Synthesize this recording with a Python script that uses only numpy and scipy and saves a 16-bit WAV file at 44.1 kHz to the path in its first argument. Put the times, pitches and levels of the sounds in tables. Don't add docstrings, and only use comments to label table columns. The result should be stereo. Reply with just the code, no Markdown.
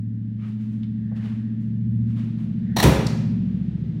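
import sys
import numpy as np
from scipy import signal
from scipy.fft import rfft, irfft
from scipy.io import wavfile

SR = 44100
rng = np.random.default_rng(int(sys.argv[2]) if len(sys.argv) > 2 else 0)


def master(y):
    cut = np.clip(np.atleast_2d(y).T, -1, 1)
    pcm = np.round(cut * 32767)
    wavfile.write(sys.argv[1], SR, pcm.astype(np.int16))


N = 176400
TIME = np.arange(N) / SR
FREQS = np.fft.rfftfreq(N, 1 / SR)


def amp(db):
    return np.exp(np.asarray(db) * (np.log(10) / 20))


def unit(x):
    return x / np.sqrt(np.mean(x ** 2) + 1e-20)


def curve(points):
    return np.interp(TIME, *np.transpose(points))


def at_frequency(points, hz):
    freqs, values = np.transpose(points)
    return np.interp(np.log(hz + 1), np.log(freqs + 1), values)


def drift(rate_hz):
    steps = rng.standard_normal(int(rate_hz * 2 * N / SR) + 2)
    return unit(np.interp(TIME, np.arange(len(steps)) / (2 * rate_hz), steps))


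def dying(t, decay):
    return np.exp(-np.clip(t / decay, 0, 30))


def grainy_noise(depth_db, rate_hz):
    return unit(amp(depth_db * drift(rate_hz)) * rng.standard_normal((2, N)))


def bursts(rows, rise_s=0.0067, hold_s=0.0025):
    level = sum(amp(db) * np.clip((TIME - s) / rise_s + .5, 0, 1) * dying(TIME - s - hold_s, decay)
                for s, db, decay in rows)
    return level * grainy_noise(depth_db=2, rate_hz=1500)


# (frequency [Hz], likeness [0-1])
LIKENESS = [(100, 0.95), (200, .93), (450, 0.78), (1000, .05)]
def colour(x, tone, resonances=()):
    size = 4096
    hz = abs(np.fft.fftfreq(size, 1 / SR))
    gain = amp(at_frequency(tone, hz))
    for centre, width, db in resonances:
        gain = gain + amp(db) / (1 + (2 * (hz - centre) / width) ** 2)
    response = np.exp(signal.hilbert(np.log(gain + 1e-6)).conj())
    taps = np.fft.ifft(response).real[:size // 2]
    taps = taps / np.linalg.norm(taps)
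    same = at_frequency(LIKENESS, FREQS)
    mid, side = irfft(rfft(x) * np.sqrt([1 + same, 1 - same]) / np.sqrt(2), N)
    return signal.oaconvolve(np.array([mid + side, mid - side]), taps[None], axes=1)[:, :N]


# (frequency [Hz], time to fade by 60 dB [s])
ECHO_LENGTH = [(100, 0.85), (600, 0.77), (2500, 0.88), (5000, 0.68), (8000, 0.57), (16000, .41)]
# (frequency [Hz], level [dB])
ECHO_TONE = [(100, 7.5), (500, 1), (2500, -2.5), (14000, -1)]
def kitchen_echo(x, echo_db):
    hz, t, noise = signal.stft(rng.standard_normal((2, SR)), SR, nperseg=512)
    hz = hz[:, None]
    same = at_frequency(LIKENESS, hz)
    bands = np.array([noise[0], same * noise[0] + np.sqrt(1 - same ** 2) * noise[1]])
    fade = np.exp(-np.log(1000) * t / at_frequency(ECHO_LENGTH, hz))
    bands = bands * amp(at_frequency(ECHO_TONE, hz)) * fade
    delay_s, build_s = 0.0038, 0.0077
    onset = np.clip((TIME[:SR] - delay_s) / build_s, 0, 1)
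    tail = signal.istft(bands, SR, nperseg=512)[1][:, :SR] * onset
    return x + amp(echo_db) * signal.fftconvolve(x, tail / np.linalg.norm(tail[0]), axes=1)[:, :N]


# (frequency [Hz], level [dB])
HISS_TONE = [(400, -0.5), (1000, -6), (1800, -4), (3400, -6.5), (6000, -20), (16000, -43.5)]
RUMBLE_TONE = [(25, -27), (65, 2.5), (230, -1), (330, -6), (480, -18), (700, -29.5), (1600, -51.5),
               (8000, -78)]
# (time [s], level [dB])
HISS_LOUDNESS = [(0, -70), (0.702, -62.5), (0.998, -64), (1.5, -63), (1.9, -64), (2.4, -59.5),
                 (3.502, -56.5), (4, -58)]
RUMBLE_LOUDNESS = [(0, -48.5), (2.601, -41.5), (3.298, -38.5)]
def room_noise():
    hiss = amp(curve(HISS_LOUDNESS)) * colour(rng.standard_normal((2, N)), HISS_TONE)
    rumble = amp(curve(RUMBLE_LOUDNESS)) * colour(rng.standard_normal((2, N)), RUMBLE_TONE)
    return hiss + rumble


# (time [s], level [dB])
THIN_HISS_LOUDNESS = [(.9, -72), (1.2, -56), (1.8, -70.5), (2.55, -71.5), (2.72, -53), (2.9, -68.5)]
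def thin_hiss(centre_hz=1790, width_hz=230):
    band = np.exp(-((FREQS - centre_hz) / width_hz) ** 2 / 2)
    hiss = irfft(rfft(rng.standard_normal((2, N))) * band, N)
    return amp(curve(THIN_HISS_LOUDNESS)) * unit(hiss)


# (time [s], speed [turns/s])
MACHINE_SPEED = [(0, 13.97), (.8, 14.31), (1.3, 14.34), (1.8, 14.48), (2.3, 14.52), (3.3, 14.56),
                 (3.6, 14.38), (4, 13.96)]
# (time [s], lower tone [dB], upper tone [dB])
MAIN_TONES = [(.1, -27.5, -41.5), (.55, -29, -30.5), (1.6, -29, -30), (2.0, -21, -30.5),
              (2.5, -33.5, -31.5), (3.3, -27, -30.5), (3.6, -36, -38.5)]
# (pitch [times the speed], level at first spot [dB], level at second spot [dB])
WEAK_TONES = [(5, -52.5, -40), (7, -46.5, -48), (9, -48, -37), (10, -48.5, -35.5), (11, -52.5, -30),
              (12, -52, -34), (13, -41.5, -32), (14, -45.5, -44.5), (16, -37.5, -37.5), (17, -51, -41),
              (19, -44, -60.5), (21, -55.5, -55.5)]
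# (time [s], level [dB])
WEAK_BOOST = [(0, -2), (.6, -2), (2.6, 3), (3.3, 4.5), (3.7, 0)]
# (time [s], share of the way [0-1])
MIC_PATH = [(1.0, 0.2), (2.0, 0.52), (2.6, 0.61), (3.2, 0.87)]
def machine_drone(wall_share=.55, max_dips_per_s=1.6, throb_s=3.27):
    turns = np.cumsum(curve(MACHINE_SPEED)) / SR
    angle = 2 * np.pi * (turns - np.interp(throb_s, TIME, turns))
    place, boost = curve(MIC_PATH), curve(WEAK_BOOST)
    tones = [(8, curve([(s, lower) for s, lower, _ in MAIN_TONES]), 0),
             (15, curve([(s, upper) for s, _, upper in MAIN_TONES]), 0)]
    tones += [(round(multiple), boost + first + (second - first) * place, wall_share)
              for multiple, first, second in WEAK_TONES]
    mid, side = np.zeros((2, N))
    for multiple, db, reflected in tones:
        phase = multiple * angle + 1.1 * rng.standard_normal() + 0.22 * drift(0.94)
        lag_cycles = rng.random() + max_dips_per_s * rng.uniform(.5, 1) * rng.choice([-1, 1]) * TIME
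        gain = np.sqrt(2 / (1 + reflected ** 2)) * amp(db + 1.12 * drift(1))
        mid += gain * (np.cos(phase) + reflected * np.cos(phase + 2 * np.pi * lag_cycles))
        side += gain * np.sin(phase) * 0.11 * multiple / 8 * drift(.5)
    return np.array([mid + side, mid - side])


def swishes(rows, tone, resonances=(), offset_db=0, follow=1):
    level = sum(amp(offset_db + follow * db) * np.clip((TIME - s) / rise, 0, 1)
                * dying(TIME - s - rise, fade) for s, rise, fade, db in rows)
    return colour(level * grainy_noise(depth_db=1, rate_hz=300), tone, resonances)


# (start [s], rise [s], fade [s], level [dB])
CLOTH_STROKES = [(.39, 0.097, 0.08, -54.5), (.588, 0.024, 0.16, -61.5), (.713, 0.02, 0.044, -66.5),
                 (1.15, 0.017, 0.053, -49.5), (1.2, 0.061, 0.13, -49.5), (1.588, 0.027, .08, -70),
                 (2.05, 0.059, 0.07, -57.5), (2.15, 0.038, 0.14, -50), (2.37, 0.033, 0.099, -59.5)]
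SCUFF_STROKE = [(.375, 0.067, .055, -51)]
# (frequency [Hz], level [dB])
RUB_TONE = [(300, -5.5), (1100, -0.5), (2900, -2.5), (5000, -14), (15000, -38.5)]
SILKY_TONE = [(2000, -8), (6500, 1), (15000, -10)]
# (frequency [Hz], width [Hz], level [dB])
SCUFF_RING = [(1260, 220, 17), (2400, 1300, 8.2)]
def rustling():
    cloth = swishes(CLOTH_STROKES, RUB_TONE)
    silky = swishes(CLOTH_STROKES, SILKY_TONE, offset_db=-62.5, follow=0.16)
    return cloth + silky + swishes(SCUFF_STROKE, RUB_TONE, SCUFF_RING)


# (time [s], level [dB])
BUMP_HITS = [(1.116, -41), (1.245, -42.5)]
TICK_HITS = [(0.8314, -46.5), (.841, -48)]
# (frequency [Hz], level [dB])
BUMP_TONE = [(100, -10.5), (720, -5.5), (1100, -20), (12000, -84.5)]
TICK_TONE = [(1500, -7.5), (3600, 1), (5200, -13), (12000, -50.5)]
# (frequency [Hz], width [Hz], level [dB])
TICK_RING = [(2240, 87, 6.7)]
def bumps_and_tick(bump_decay_s=0.01, tick_decay_s=0.0026):
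    bumps = bursts([(s, db, bump_decay_s) for s, db in BUMP_HITS], rise_s=0.011)
    ticks = bursts([(s, db, tick_decay_s) for s, db in TICK_HITS])
    return kitchen_echo(colour(bumps, BUMP_TONE) + colour(ticks, TICK_TONE, TICK_RING), echo_db=-6.5)


# (time [s], level [dB], decay [s])
HOOK_SCRAPES = [(2.7655, -14, 0.0082), (2.7855, -19.5, 0.0083), (2.7995, -13.5, 0.0066)]
LATCH_SNAPS = [(2.8285, -9, 0.0036), (2.838, -11, .004)]
LATCH_CLICK = [(3.0675, -26.5, 0.0031)]
# (frequency [Hz], level [dB])
SCRAPE_TONE = [(60, -0.5), (200, -4), (700, 3.5), (1100, -0.5), (1500, -12), (2500, -7), (4500, -10.5),
               (5000, -13.5), (15000, -19.5)]
SNAP_TONE = [(150, -3.5), (400, 9.5), (900, 3.5), (1400, -2), (2200, -0.5), (4000, -6), (10000, -12.5),
             (15000, -16)]
CLICK_TONE = [(3000, -13.5), (4000, 5), (6000, 0.5), (9000, -10.5), (15000, -20.5)]
# (frequency [Hz], width [Hz], level [dB])
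HOOK_RING = [(1857, 150, 1.5), (3830, 260, 0), (4200, 130, 0.5), (5710, 260, -5)]
def door_latch():
    scrape = kitchen_echo(colour(bursts(HOOK_SCRAPES), SCRAPE_TONE, HOOK_RING), echo_db=-2.5)
    snap = kitchen_echo(colour(bursts(LATCH_SNAPS), SNAP_TONE), echo_db=-1)
    click = kitchen_echo(colour(bursts(LATCH_CLICK), CLICK_TONE), echo_db=-3)
    return scrape + snap + click


# (frequency [Hz], level [dB], time to fade by 60 dB [s])
CASE_NOTES = [(70.7, -5.5, 0.44), (130.6, -8.5, 0.33), (156.1, -7, 0.31), (324.6, -15, .28), (371, -21, .6),
              (510.7, -21.5, 0.54), (1022, -27, .42)]
# (frequency [Hz], level [dB])
RATTLE_TONE = [(25, -27.5), (60, -1), (250, -1), (600, -0.5), (950, -10), (2000, -11.5), (4000, -20),
               (12000, -44)]
def door_slam(hit_s=2.841, rise_s=0.0035, rattle_db=-15, rattle_decay_s=0.014):
    t, start = TIME[:SR], round(hit_s * SR)
    boom = np.zeros((2, N))
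    for hz, db, fade_s in CASE_NOTES:
        ear_phase = np.array([[1], [-1]]) * 0.13 * hz / CASE_NOTES[1][0] * rng.uniform(-1.5, 1)
        rise = 1 - dying(2 * t, 1 / hz + rise_s)
        fade = dying(t, fade_s / np.log(1000))
        boom[:, start:start + SR] += amp(db) * rise * fade * np.sin(2 * np.pi * hz * t + ear_phase)
    rattle = colour(bursts([(hit_s, rattle_db, rattle_decay_s)]), RATTLE_TONE)
    return boom + kitchen_echo(rattle, echo_db=2.5)


def scene():
    background = machine_drone() + room_noise() + thin_hiss()
    return background + rustling() + bumps_and_tick() + door_latch() + door_slam()


# (frequency [Hz], left minus right [dB])
MIC_BALANCE = [(9000, -0.5), (14000, -6.5)]
def record(dry, low_cut_hz=62, high_cut_hz=15900, ceiling=.93):
    lean_db = at_frequency(MIC_BALANCE, FREQS) / 2
    x = irfft(rfft(dry) * amp([lean_db, -lean_db]), N)
    x = signal.sosfilt(signal.butter(2, low_cut_hz, "high", fs=SR, output="sos"), x)
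    x = x / (1 + abs(x / ceiling) ** 4) ** (1 / 4)
    high_cut = signal.firwin(511, high_cut_hz, window=("kaiser", 9), fs=SR)
    return signal.oaconvolve(x, high_cut[None], "same")


dry = scene()
out = record(dry)
master(out)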